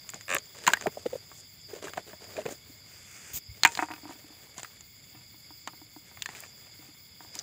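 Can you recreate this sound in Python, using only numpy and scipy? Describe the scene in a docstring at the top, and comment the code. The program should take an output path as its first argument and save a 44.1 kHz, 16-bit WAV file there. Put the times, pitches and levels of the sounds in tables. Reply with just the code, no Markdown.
"""Outdoors, insects chirr throughout as shaped noise and wavering tones over a low airy rumble.
A hand works wet, rotten fibre in a hollow palm trunk: tiny grains rustle, a short tear creaks in slips,
strands snap as bright noise bursts, and soggy lumps knock as low, quickly smothered tones.
Then a sleeve swishes nearer and brushes the microphone, and loud cracks break off a piece that tumbles
and rings the hollow. Lighter taps and snaps follow to the end; late on, a far bird whistles once."""
import sys
import numpy as np
from scipy import signal
from scipy.fft import rfft, irfft
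from scipy.io import wavfile
from scipy.ndimage import uniform_filter1d

SR = 44100
rng = np.random.default_rng(int(sys.argv[2]) if len(sys.argv) > 2 else 0)


def wav_record(signal):
    """Record a signal, one row per channel, as 16-bit PCM in the file named by sys.argv[1]."""
    frames = np.transpose(np.atleast_2d(signal))
    bounded = np.clip(frames, -1, 1)
    # unit amplitude maps onto the largest positive 16-bit level
    quanta = np.round(bounded * 32767).astype(np.int16)
    wavfile.write(sys.argv[1], SR, quanta)


N = 327335
TIME = np.arange(N) / SR
FREQS = np.fft.rfftfreq(N, 1 / SR)

# colour of the outdoor air: (frequency [Hz], level [dB])
AIR_COLOUR = [(30, -17), (65, -3.5), (95, 6.5), (160, -0.5), (260, -7.5), (500, -14.5), (1000, -18.5),
              (2800, -15.5), (4000, -25), (6000, -68), (16000, -22)]

# bands of the far insects: (centre [Hz], width setting [Hz], middle level [dB])
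INSECT_BANDS = [(2177, 190, -67), (2360, 2200, -77.5), (3460, 280, -66.5), (4730, 610, -61),
                (7150, 870, -63), (7200, 41, -70), (11400, 1600, -67.5)]
# colour of the nearest insect's rasp: (frequency [Hz], level [dB])
RASP_COLOUR = [(11500, -13.5), (13000, -29.5), (14200, 0.5), (15200, 6.5), (15600, 6.5), (16000, -3.5)]
# tempo of that rasp, nearly even but for one hesitation: (time [s], rate [strokes per s])
RASP_PACE = [(0, 4.8), (1.2, 4.85), (1.9, 5.17), (2.7, 4.8), (4.1, 4.78), (4.6, 3.9), (5.2, 4.65),
             (6.3, 4.82), (7.4, 4.76)]
RASP_STROKE_S = 0.081  # one stroke peaks at this moment
# loudest insects, singing in one narrow band: (time [s], level before swell and trim [dB])
CHORUS_LEVEL = [(0.0, -54), (7.11, -57.5), (7.4, -54)]
CHORUS_LOW_HZ, CHORUS_HIGH_HZ = 4720, 5133

# a faint bird whistle that falls: (time [s], pitch [Hz], level [dB])
BIRD_WHISTLE = [(6.27, 6360, -72), (6.35, 6030, -66), (6.41, 6060, -71), (6.47, 6000, -66),
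                (6.52, 5520, -66)]

# cloth sliding nearer: (frequency [Hz], level [dB])
CLOTH_COLOUR = [(500, -8), (1050, -10.5), (1500, -3), (2500, -1.5), (4200, -20), (7100, 0.5),
                (10000, -17.5)]
SLIDE_START_S, SLIDE_LENGTH_S = 2.85, 0.47
SLIDE_DB, SLIDE_SWELL_DB = -54, 12  # level halfway, and the rise from start to end
# a sleeve brushing past the microphone: (frequency [Hz], level [dB])
SLEEVE_COLOUR = [(200, -8), (1000, -21.5), (2500, -13.5), (5500, -13), (7000, -0.5), (8500, -12),
                 (10000, -19), (12500, -11), (14300, -2), (15500, -3)]
BRUSH_START_S, BRUSH_LENGTH_S, BRUSH_DB = 3.331, 0.046, -32.5  # level halfway
# handling bumps: (time [s], level [dB], pitch [Hz], length [s])
HANDLING_BUMPS = [(3.333, -39, 92, 0.024), (3.484, -37.5, 78.2, 0.028), (3.504, -43, 97, 0.034)]

# ringing tones (modes) of the hollow trunk: (pitch [Hz], level [dB], 60 dB fade before damping [s])
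HOLLOW_MODES = [(303.8, -1.5, 0.076), (749, -13, 0.066), (784, -13, 0.045), (935, -10.5, 0.1),
                (1200, -15, 0.042), (1380, -17, 0.05), (1510, -18, 0.065), (1780, -9, 0.019),
                (2070, -21, 0.081), (2280, -12.5, .04), (2532, -14, .075)]
# the dead clack of the contact itself: (pitch [Hz], level [dB], 60 dB fade [s])
CLACK_MODES = [(880, -7, 0.013), (1920, 9, 0.0033)]
# loose pieces and fingers knocking on the trunk: (time [s], strength [dB], hardness [Hz])
TRUNK_BLOWS = [(3.6509, -9.5, 3100), (3.7912, -16, 2340), (3.7992, -29.5, 2640), (3.8249, -16, 1830),
               (3.8305, -23.5, 1780), (3.886, -35, 2400), (3.9039, -31, 1320), (3.9109, -29.5, 2490),
               (3.936, -34.5, 1890), (3.98, -43.5, 1900), (4.033, -39.5, 720), (4.054, -34.5, 1080),
               (4.094, -34, 1080), (4.109, -36, 1190), (4.155, -48, 1100), (4.243, -44, 690),
               (4.304, -45.5, 795), (5.148, -45.5, 910), (5.343, -48, 880), (5.506, -42, 1350),
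               (5.674, -39, 1650), (5.7342, -43.5, 1530), (5.816, -42.5, 1095), (5.9634, -38.5, 990),
               (6.114, -47.5, 1970), (6.791, -46, 497), (6.827, -50, 1700), (6.887, -45, 490),
               (7.2061, -39, 1860), (7.248, -45, 1520), (7.358, -39, 1430)]
# crumbs and fingertips pattering inside the hollow: (start [s], length [s], strength [dB])
PATTER_BURSTS = [(3.897, 0.048, -44), (4.035, 0.096, -53), (4.15, 0.52, -69), (5.14, 0.076, -62),
                 (6.279, .18, -61), (6.6, 0.37, -67)]

# soggy lumps knocking: (time [s], level [dB], pitch [Hz], length [s])
LUMP_KNOCKS = [(.858, -20, 657, 0.011), (.8665, -23, 410, 0.022), (.9708, -29, 606, 0.0078),
               (.977, -37, 590, .007), (1.054, -36, 658, 0.011), (1.058, -18, 470, 0.013),
               (1.068, -33, 450, 0.0086), (1.1275, -27.5, 506, 0.02), (1.152, -28, 496, 0.014),
               (1.731, -34.5, 403, 0.014), (1.76, -37, 437, 0.011), (1.976, -24, 704, 0.011),
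               (2.3775, -26, 495, 0.0076), (2.3815, -26.5, 620, 0.026), (2.4555, -27, 460, 0.019),
               (2.481, -29, 440, 0.0064), (2.489, -32.5, 614, 0.0056), (2.511, -38, 405, 0.0075),
               (2.694, -47.5, 283, 0.021)]

# colours of wet pulp, rubbed fibre and dry strands, one list each: (frequency [Hz], level [dB])
TOUCH_COLOURS = [
    [(50, -11), (170, 4), (290, 3), (430, 11), (520, 5.5), (630, 7.5), (850, -7), (1800, -40.5)],
    [(450, -15), (950, -5.5), (1700, 5), (2500, 1.5), (4000, -2), (5500, -10), (7000, -19)],
    [(3000, -22), (5500, -5), (7100, 8.5), (8500, -4), (10000, -9), (13000, -20.5), (15500, -24.5)],
]
# strokes of the hand through the fibre, before each sound's own trim:
# (start [s], length [s], pressure [dB], wet pulp against pressure [dB], dry strands against pressure [dB])
HAND_STROKES = [(.135, 0.033, -53.5, -0.5, 0), (.288, 0.081, -44, -0.5, -1.5), (.54, 0.29, -54.5, -2, -1.5),
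                (.66, 0.061, -46, 3, 1.5), (.75, 0.021, -55, 0, -12), (.81, 0.032, -53.5, 6.5, 2),
                (.92, 0.25, -65, 5, 5), (1.33, 0.071, -75.5, 5.5, 24), (1.68, 0.11, -55, 5.5, -2),
                (1.815, 0.08, -49.5, 3, -2.5), (1.955, 0.03, -46, 6, -6.5), (2.06, 0.047, -53.5, 1.5, -6),
                (2.2, 0.334, -58, 2, -2), (2.345, 0.058, -53, 10.5, -6), (2.448, 0.049, -51, 2, -7),
                (2.495, 0.03, -55.5, 9, 8.5), (3.66, 0.17, -53.5, -7, 5.5), (4.07, 0.05, -53.5, -24, -1.5),
                (4.56, 0.034, -47.5, -22, -1), (6.28, 0.17, -56.5, -8.5, -0.5),
                (6.655, 0.027, -58, -19, -21), (7.34, 0.092, -56.5, -8, 1)]
# the hand's long, faint touch on the fibre, under and between the strokes:
# (start [s], length [s], pressure [dB])
FAINT_TOUCHES = [(0, 1.43, -67), (2.026, 1.03, -69.5), (3.54, 1.23, -65.5), (6.045, 0.85, -68),
                 (7.197, 0.29, -63.5)]
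FAINT_WET_DB, FAINT_DRY_DB = -4, 0.5  # both against the pressure
PRESS_S, LET_GO_S = 0.0089, 0.015  # a stroke builds quickly, and the fibre settles after it

# a fibre bundle tears in slips that grow with the strain and slow just before it gives
TEAR_START_S, SLIP_GAP_S = 0.281, 0.011  # the gap is the first one
SLIP_STALL, STALL_POWER = 0.42, 5  # the last gap is longer by this share; a high power stretches late
TEAR_DB, STRAIN_SLIPS = -22, 5.1  # gain the slips approach, and how many slips the growth takes
# modes of the strained slab: (pitch [Hz], level [dB], 60 dB fade [s], swell [s])
SLAB_MODES = [(562, -6, 0.043, 0.00071), (1145, -1, 0.025, 0.001), (1750, 0, 0.022, 0.00045),
              (2400, 2.5, 0.014, 0.001), (6440, -5, .003, 0.000071), (7280, 1, 0.0081, 0.00012)]
# the slab bends: treble runs through it fastest, so each slip arrives as a falling chirp
BEND_DB, BEND_TOP_HZ, BEND_END_HZ, BEND_S = 1, 4800, 1100, 0.00446

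# hair-fine strands parting: (time [s], strength [dB])
HAIR_TICKS = [(.101, -38), (0.3464, -28.5), (6.2245, -39.5), (6.404, -42), (7.353, -43.5)]
# colour of those ticks: (frequency [Hz], level [dB])
TICK_COLOUR = [(2000, -36), (6000, -8), (8000, 2.5), (10000, -7), (12500, -4), (15000, 0)]
HAIR_T60_S = 0.012

# fibres snapping and bits landing: (time [s], strength [dB], the piece's own pitch [Hz],
# brightness of tick over crack [dB], heft of the wet mass behind it against the strength [dB])
FIBRE_SNAPS = [(0.0916, -27, 7100, 21.5, -43), (0.1359, -42.5, 640, -11, -6),
               (0.1431, -27, 6950, 38, -11.5), (0.21, -38, 6600, 12, -41), (.3843, -24, 6800, 29, -38),
               (0.6674, -19, 2250, 5, -18.5), (0.6757, -13.5, 6880, 9.5, -41),
               (0.6776, -16, 970, -4.5, -8.5), (0.689, -27.5, 982, 6, -4.5), (.702, -32.5, 1604, -9.5, -26),
               (.735, -13.5, 1620, 5.5, -16.5), (0.771, -38, 1933, -13, -14),
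               (0.8113, -31.5, 6560, 13, -11), (0.8238, -35.5, 6780, 9, -12.5),
               (0.8689, -31, 2100, -9, 11.5), (1.056, -40, 2000, 31, 3), (1.316, -52.5, 1140, -10, 5.5),
               (1.8721, -45, 1250, -3, 0), (1.882, -41.5, 1680, -2, -6), (1.9355, -36.5, 675, 6, -4),
               (1.9737, -36.5, 1230, 7, 3), (1.978, -37, 1580, -5, -8), (2.1317, -49.5, 613, -8, 11),
               (2.367, -39, 2400, 6, -17), (2.417, -47, 2700, 11, 5), (2.4555, -42, 1890, 0, 10),
               (2.463, -37, 2390, 4, 4.5), (3.6345, -9.5, 4340, 17.5, -25), (3.65, -8.5, 2450, 2.5, -20),
               (3.6535, -18.5, 1700, -7, -32.5), (3.6602, -22, 7400, 11, -35.5),
               (3.674, -19.5, 7390, 27, -29.5), (3.752, -26.5, 4730, 20, -29), (3.774, -29.5, 4170, 10, -5),
               (4.5807, -27.5, 6860, 34, -10), (4.632, -26.5, 7900, 22.5, -17.5),
               (4.6466, -40, 1350, -7, -24), (4.8081, -35, 7000, 30, -26), (5.6747, -30, 1270, 8, -7.5),
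               (6.1722, -47.5, 2110, -10, -5), (6.2215, -21.5, 3300, 22.5, -46),
               (6.2592, -27.5, 1750, 9, -23), (6.29, -40.5, 2050, 1, 3), (6.35, -40.5, 2300, 9, -34),
               (6.436, -44.5, 2290, -9, -14), (7.353, -30, 5270, 29, -39), (7.3902, -19, 5750, 60, -46),
               (7.3954, -26.5, 5650, 42, -40)]
# limits of the snap's heft, crack, tick and fizz bands: (frequency [Hz])
SNAP_BAND_EDGES = [150, 900, 3000, 9000, 16000]
# colour of dry fibre close by: (frequency [Hz], level [dB])
FIBRE_COLOUR = [(60, -29.5), (150, -5.5), (330, -7), (480, -10), (730, 3.5), (970, 6), (1300, 5.5),
                (1750, 9), (2600, 3.5), (3200, -1), (4200, -4), (5400, -13.5), (7100, 10), (8800, 3),
                (12500, -4.5), (15000, 17.5)]
# thin strands sound higher and die sooner: the splintering time holds at SNAP_REF_HZ, less above it
SNAP_T60_S, SNAP_REF_HZ, SNAP_SHORTEN = 0.017, 1810, 0.11
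# the topmost fizz against the snap's strength [dB]; a clean tick has less of it [dB per dB]
FIZZ_DB, FIZZ_PER_BRIGHTNESS = -21, -0.47

EDGE_HZ = 15600  # upper band limit


def amp(db):
    """Turns decibels into gain."""
    return 10 ** (np.asarray(db) / 20)


def unit(x):
    """Scales a sound to an average strength (rms) of 1."""
    return x / np.sqrt(np.mean(x ** 2) + 1e-20)


def read(points, hz):
    """Reads a colour between its points, on a log-frequency axis."""
    f, db = np.transpose(points)
    return np.interp(np.log(hz + 1), np.log(f), db)


def add(mix, s, sound):
    """Mixes a sound in at time s, in place."""
    part = mix[max(round(s * SR), 0):][:len(sound)]
    part += sound[:len(part)]


def tint(x, points):
    """Gives a full-length signal a colour, at rms 1."""
    return unit(irfft(rfft(x) * amp(read(points, FREQS)), N))


def drift(rate_hz):
    """Makes a random wander of rms 1 by joining random points with straight lines."""
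    knots = rng.standard_normal(N // 30)
    return unit(np.interp(TIME * 2 * rate_hz, np.arange(len(knots)), knots))


def causal(gain):
    """Builds a filter with this gain whose sound starts sharply (minimum phase)."""
    both_sides = np.r_[gain, gain[-2:0:-1]]
    log_gain = np.log(np.maximum(both_sides, 1e-7))
    return np.exp(np.conj(signal.hilbert(log_gain)))[:len(gain)]


def gesture(start, length, attack, release):
    """Shapes one movement: a smooth attack, a hold, and a dying release."""
    out, t = np.zeros(N), np.arange(0, length + 10 * release, 1 / SR)
    rise = 1 - np.exp(-(t / attack) ** 2)
    fall = np.exp(-np.maximum(t - length, 0) / release)
    add(out, start, rise * fall)
    return out


def struck(modes_hz, gains, t60s, t):
    """A blow sets several tones ringing at once, each fading at its own speed."""
    modes = zip(modes_hz, gains, t60s)
    return sum(gain * amp(-60 * t / t60) * np.sin(2 * np.pi * hz * t) for hz, gain, t60 in modes)


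def air(level_db=-59.5, swell_db=1):
    """Outdoor air is gently swelling noise: a low rumble and faint hiss."""
    return tint(rng.standard_normal(N), AIR_COLOUR) * amp(level_db + swell_db * drift(12))


def insects(waver_db=0.24, flutter_db=1.9, rasp_db=-56, rest_db=-13):
    """Many far insects blur into bands of noise; a near one rasps in strokes, very high."""
    out = np.zeros(N)
    for hz, width, db in INSECT_BANDS:
        band = (1 + ((FREQS - hz) / width) ** 2 * 1.73) ** -1.5
        song = unit(irfft(rfft(rng.standard_normal(N)) * band, N))
        out += song * amp(db + waver_db * drift(1.4) + flutter_db * drift(30))
    beats = np.cumsum(np.interp(TIME, *np.transpose(RASP_PACE))) / SR
    beats -= np.interp(RASP_STROKE_S, TIME, beats)
    stroke = (0.5 + 0.5 * np.cos(2 * np.pi * beats)) ** 0.63
    rest = amp(rest_db)  # the rasp never falls fully silent between strokes
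    rasp = tint(rng.standard_normal(N), RASP_COLOUR) * (rest + (1 - rest) * stroke)
    return out + rasp * amp(rasp_db + 1.2 * drift(0.8))


def chorus(count=9, jitter_hz=55, jitter_rate=190, flutter_db=3, flutter_rate=16, swell_db=2.5,
           trim_db=-2.73):
    """A few insects sing neighbouring, unsteady pitches; each flutters by itself while all swell together."""
    out = np.zeros(N)
    for hz in np.linspace(CHORUS_LOW_HZ, CHORUS_HIGH_HZ, count):
        turns = np.cumsum(hz + jitter_hz * drift(jitter_rate)) / SR
        out += amp(flutter_db * drift(flutter_rate)) * np.sin(2 * np.pi * turns)
    level_db = np.interp(TIME, *np.transpose(CHORUS_LEVEL))
    return unit(out) * amp(trim_db + swell_db * drift(4.5) + level_db)


def bird():
    """A thin, distant whistle is one pure tone gliding through its pitches."""
    s, hz, db = np.transpose(BIRD_WHISTLE)
    out, t = np.zeros(N), np.arange(s[0], s[-1], 1 / SR)
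    tone = np.sin(2 * np.pi * np.cumsum(np.interp(t, s, hz)) / SR)
    soft_ends = signal.windows.tukey(len(t), 0.1)
    add(out, s[0], tone * amp(np.interp(t, s, db)) * soft_ends)
    return out


def slide(attack_s=0.018, release_s=0.025, grain_db=2):
    """Sliding cloth is a soft, finely grained swish that swells as it nears."""
    progress = np.clip((TIME - SLIDE_START_S) / SLIDE_LENGTH_S, 0, 1)
    level = amp(SLIDE_DB + SLIDE_SWELL_DB * (progress - 0.5) + drift(12))
    cloth = tint(rng.standard_normal(N) * amp(grain_db * drift(440)), CLOTH_COLOUR)
    return cloth * level * gesture(SLIDE_START_S, SLIDE_LENGTH_S, attack_s, release_s)


def brush(grain_db=2, attack_s=0.0018, release_s=0.0062, swell_db=9):
    """A brushing sleeve is a short, bright, grainy swish that builds until the cloth slips free."""
    swish = tint(rng.standard_normal(N) * amp(grain_db * drift(400)), SLEEVE_COLOUR)
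    progress = np.clip((TIME - BRUSH_START_S) / BRUSH_LENGTH_S, 0, 1)
    level = amp(BRUSH_DB + swell_db * (progress - 0.5))
    return swish * level * gesture(BRUSH_START_S, BRUSH_LENGTH_S, attack_s, release_s)


def patter(taps_per_s=80, spread_db=4, soft_hz=1100, damped_t60=0.04):
    """Many tiny taps each briefly ring the hollow's modes while the hand damps them."""
    hz, mode_db, t60 = np.transpose(HOLLOW_MODES)
    softened = amp(mode_db) / np.hypot(1, hz / soft_hz)  # soft taps excite less treble
    ring = struck(hz, softened, np.minimum(t60, damped_t60), np.arange(SR // 5) / SR)
    ring = np.diff(ring)  # a light tap hardly pushes the air
    sizes = amp(spread_db * np.minimum(rng.exponential(1, N), 2))
    taps = sizes * rng.choice([-1, 1], N) * (rng.random(N) < taps_per_s / SR)
    touch = sum(amp(db) * gesture(s, length, PRESS_S, LET_GO_S) for s, length, db in PATTER_BURSTS)
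    return signal.oaconvolve(unit(taps) * touch, ring / np.linalg.norm(ring))[:N]


def hollow(detune=0.0065, crunch_db=-15, crunch_t60=0.098, free_hz=2300, low_share=0.24):
    """Blows ring the trunk's cavity; soft ones reach only its lowest modes and damp the walls' ring."""
    out, t = np.zeros(N), np.arange(SR // 3) / SR
    hz, mode_db, t60 = np.transpose(HOLLOW_MODES)
    clack_hz, clack_db, clack_t60 = np.transpose(CLACK_MODES)
    clack = struck(clack_hz, amp(clack_db) * [1, -1], clack_t60, t)  # its two modes swing against each other
    gritty = signal.butter(2, [600, 3000], "band", fs=SR, output="sos")
    for s, db, hardness_hz in TRUNK_BLOWS:
        # the damped modes change with the spot struck
        wander = detune * rng.standard_normal(len(hz)) * np.sqrt(t60.min() / t60)
        # the lowest mode is the air's own and rings freely
        held = np.where(hz > hz[0], hardness_hz / free_hz, 1)
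        ring = struck(hz * (1 + wander), amp(mode_db), t60 * held, t)
        grit = unit(signal.sosfilt(gritty, rng.standard_normal(len(t))))
        crunch = grit * amp(crunch_db - 60 * t / crunch_t60)
        top_hz = np.clip(hardness_hz, hz[0], SR / 3)  # harder contacts let more treble through
        band_hz = top_hz * np.array([min(low_share, 0.9), 1])
        contact = signal.butter(2, band_hz, "band", fs=SR, output="sos")
        add(out, s, amp(db) * signal.sosfilt(contact, clack + ring + crunch))
    return out


def knocks(rows, skew=0.72, roundness=2.2, wobble=0.075, upper_ratio=1.72, upper_db=-13):
    """In damped lumps a low, unsteady mode swells and is soon smothered; a higher one dies first."""
    out = np.zeros(N)
    for s, db, hz, length in rows:
        u = np.arange(0, length, 1 / SR) / length
        # the pulp yields unevenly
        give = unit(uniform_filter1d(rng.standard_normal(SR // 5), size=90))[:len(u)]
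        angle = 2 * np.pi * np.cumsum(hz * (1 + wobble * give)) / SR
        upper = amp(upper_db) * (1 - u) ** 2 * np.sin(upper_ratio * angle)
        swell = abs(np.sin(np.pi * u ** skew)) ** roundness
        add(out, s, amp(db) * swell * (np.sin(angle) + upper))
    return out


def squelch(lumps, crackle_db=-21, pulp_db=-11, grains_per_s=900):
    """While a lump is squeezed, wet fibres crackle and ring small pockets in the pulp."""
    pulp_colour, fibre_colour = TOUCH_COLOURS[0], TOUCH_COLOURS[1]
    squeeze = np.sqrt(abs(uniform_filter1d(lumps ** 2, size=100)))
    grains = rng.standard_normal(N) * (rng.random(N) < grains_per_s / SR)
    fibres = amp(crackle_db) * tint(grains, fibre_colour)
    pockets = amp(pulp_db) * tint(grains, pulp_colour)
    return squeeze * (fibres + pockets)


def pressures():
    """The hand bears on wet pulp, rubbed fibre and dry strands; overlapping touches add as power."""
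    touches = HAND_STROKES + [(*touch, FAINT_WET_DB, FAINT_DRY_DB) for touch in FAINT_TOUCHES]
    power = np.zeros((len(TOUCH_COLOURS), N))
    for s, length, db, wet_db, dry_db in touches:
        strengths = amp([db + wet_db, db, db + dry_db])
        power += np.outer(strengths ** 2, gesture(s, length, PRESS_S, LET_GO_S) ** 2)
    return np.sqrt(power)


def rustle(pressed, grains_per_s=1900, spread_db=4, clumps_per_s=85, clump_size=1.9, clump_s=0.0069,
           smooth=0.45, trim_db=-0.5):
    """Countless tiny slips of fibre lie over a smooth rubbing; one slip sets off a short clump of others."""
    sizes = amp(spread_db * np.minimum(rng.exponential(1, N), 3))
    slips = unit(sizes * rng.choice([-1, 1], N) * (rng.random(N) < grains_per_s / SR))
    starts = clump_size * rng.random(N) * (rng.random(N) < clumps_per_s / SR)
    clumps = 1 + signal.lfilter([1], [1, -np.exp(-1 / (clump_s * SR))], starts)
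    out = np.zeros(N)
    for pressure, colour in zip(pressed, TOUCH_COLOURS):
        rubbing = smooth * rng.standard_normal(N)
        out += pressure * tint(clumps * (slips + rubbing), colour)
    return amp(trim_db) * out


def crackle(pressure, pops_per_s=140, low_hz=550, high_hz=3400, cycles=3, spread_db=1, trim_db=-4,
            count=16):
    """Small wet pops under the hand take one of several pitches and die within a few cycles."""
    out, t = np.zeros(N), np.arange(SR // 25) / SR
    sizes = amp(spread_db * np.minimum(rng.exponential(1, N), 3))
    pops = sizes * (rng.random(N) < pops_per_s / SR)
    which = rng.integers(0, count, N)
    for k, hz in enumerate(np.geomspace(low_hz, high_hz, count)):
        ring = np.sin(2 * np.pi * hz * t) * np.exp(-hz * t / cycles)
        out += signal.oaconvolve(pops * (which == k), ring)[:N]
    return amp(trim_db) * pressure * unit(out)


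def ratchet(count=8):
    """Strain sets the times and gains of one tear's slips: they grow, and the last ones come slower."""
    gaps = SLIP_GAP_S * (1 + SLIP_STALL * np.linspace(0, 1, count - 1) ** STALL_POWER)
    times = TEAR_START_S + np.r_[0, np.cumsum(gaps)]
    gains = amp(TEAR_DB) * np.tanh((1 + np.arange(count)) / STRAIN_SLIPS)
    return zip(times, gains)


def tear(scrape=1.6, scrape_t60=0.011, fresh=0.35, detune=0.027, bend_skew=1.7):
    """Stick and slip: each release gives a similar scrape, a falling chirp and the slab's ringing modes."""
    out, t = np.zeros(N), np.arange(SR // 10) / SR
    dull = signal.butter(2, [800, 3600], "band", fs=SR, output="sos")
    grain = rng.standard_normal(len(t))  # every slip passes through the same slab
    u = np.minimum(t / BEND_S, 1)
    turns = np.cumsum(BEND_TOP_HZ * (BEND_END_HZ / BEND_TOP_HZ) ** u) / SR
    bend = amp(BEND_DB) * np.sin(np.pi * u ** bend_skew) * np.sin(2 * np.pi * turns)
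    for s, gain in ratchet():
        texture = unit(grain + fresh * rng.standard_normal(len(t)))
        slip = bend + signal.sosfilt(dull, scrape * texture * amp(-60 * t / scrape_t60))
        for hz, mode_db, t60, swell in SLAB_MODES:
            tone = np.sin(2 * np.pi * hz * (1 + detune * rng.standard_normal()) * t)
            slip += amp(mode_db - 60 * t / t60) * (1 - np.exp(-(t / swell) ** 2)) * tone
        add(out, s, gain * slip)
    return out


def hairs(size=2048):
    """Each parting hair is a tiny, fading burst of noise high in the treble."""
    out, t = np.zeros(N), np.arange(size) / SR
    colour = causal(amp(read(TICK_COLOUR, np.fft.rfftfreq(size, 1 / SR))))
    for s, db in HAIR_TICKS:
        burst = rng.standard_normal(size) * amp(-60 * t / HAIR_T60_S)
        tick = irfft(rfft(burst) * colour)
        # strength is the rms its energy would have if spread over 10 ms
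        add(out, s, amp(db) * tick * np.sqrt(SR / 100) / np.linalg.norm(tick))
    return out


def snaps(splinter=0.17, treble_share=0.87, tail=0.049, tail_t60=0.074, tail_hz=3500, ring=2.5,
          ring_width=0.072, size=8192):
    """Each snap is a sharp release and a short splintering, coloured by the piece that breaks."""
    out, t, hz = np.zeros(N), np.arange(size) / SR, np.fft.rfftfreq(size, 1 / SR)
    edges, fibre = np.array(SNAP_BAND_EDGES), amp(read(FIBRE_COLOUR, hz))
    centres, band = np.sqrt(edges[1:] * edges[:-1]), np.searchsorted(edges, hz)
    low = 1 / (1 + (hz / tail_hz) ** 4)  # wet fibre damps the treble first
    fade = np.cos(np.pi / 2 * t / t[-1]) ** 2
    for s, db, own_hz, bright_db, heft_db in FIBRE_SNAPS:
        t60 = SNAP_T60_S * (SNAP_REF_HZ / own_hz) ** SNAP_SHORTEN
        crack_db = -10 * np.log10(1 + amp(bright_db) ** 2)  # crack and tick share the snap's energy
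        fizz_db = FIZZ_DB + FIZZ_PER_BRIGHTNESS * bright_db
        levels = db + np.array([heft_db, crack_db, crack_db + bright_db, fizz_db])
        noise = rng.standard_normal(size)
        slow = noise * (splinter * amp(-60 * t / t60) + tail * amp(-60 * t / tail_t60))
        fast = noise * splinter * amp(-60 * t / (t60 * treble_share))
        z = 1 + low * rfft(slow) + np.sqrt(1 - low ** 2) * rfft(fast)  # the 1 is the sharp release
        # narrow random resonances stay, the broad shape is even
        z /= np.sqrt(uniform_filter1d(abs(z) ** 2, size=200))
        colour = fibre * (1 + ring / (1 + ((hz / own_hz - 1) / ring_width) ** 2))
        # take out each band's own strength, counted over 10 ms, so that the levels set it
        band_power = np.bincount(band, colour ** 2)[1:-1] * 2 / size / (SR / 100)
        gain = colour * amp(read(np.c_[centres, levels - 10 * np.log10(band_power)], hz))
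        add(out, s, fade * irfft(z * causal(gain)))
    return out


def scene():
    """The hand's work in the trunk, with the outdoors and the moving sleeve around it."""
    outdoors = air() + insects() + chorus() + bird()
    handling = slide() + brush() + knocks(HANDLING_BUMPS)
    lumps, pressed = knocks(LUMP_KNOCKS), pressures()
    trunk = patter() + hollow()
    pulp = lumps + squelch(lumps)
    fibre = rustle(pressed) + crackle(pressed[1]) + tear() + hairs() + snaps()
    return (outdoors + handling + trunk + pulp + fibre)[None]


def record(dry, ceiling=0.95):
    """The microphone rounds off the loudest cracks and loses the deepest bass; then the band limit."""
    rounded = ceiling * np.tanh(dry / ceiling)
    thinned = signal.sosfilt(signal.butter(3, 42, "high", fs=SR, output="sos"), rounded)
    band_limit = signal.firwin(511, EDGE_HZ, window=("kaiser", 9), fs=SR)
    return signal.oaconvolve(thinned, band_limit[None], "same")


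dry = scene()
out = record(dry)
wav_record(out)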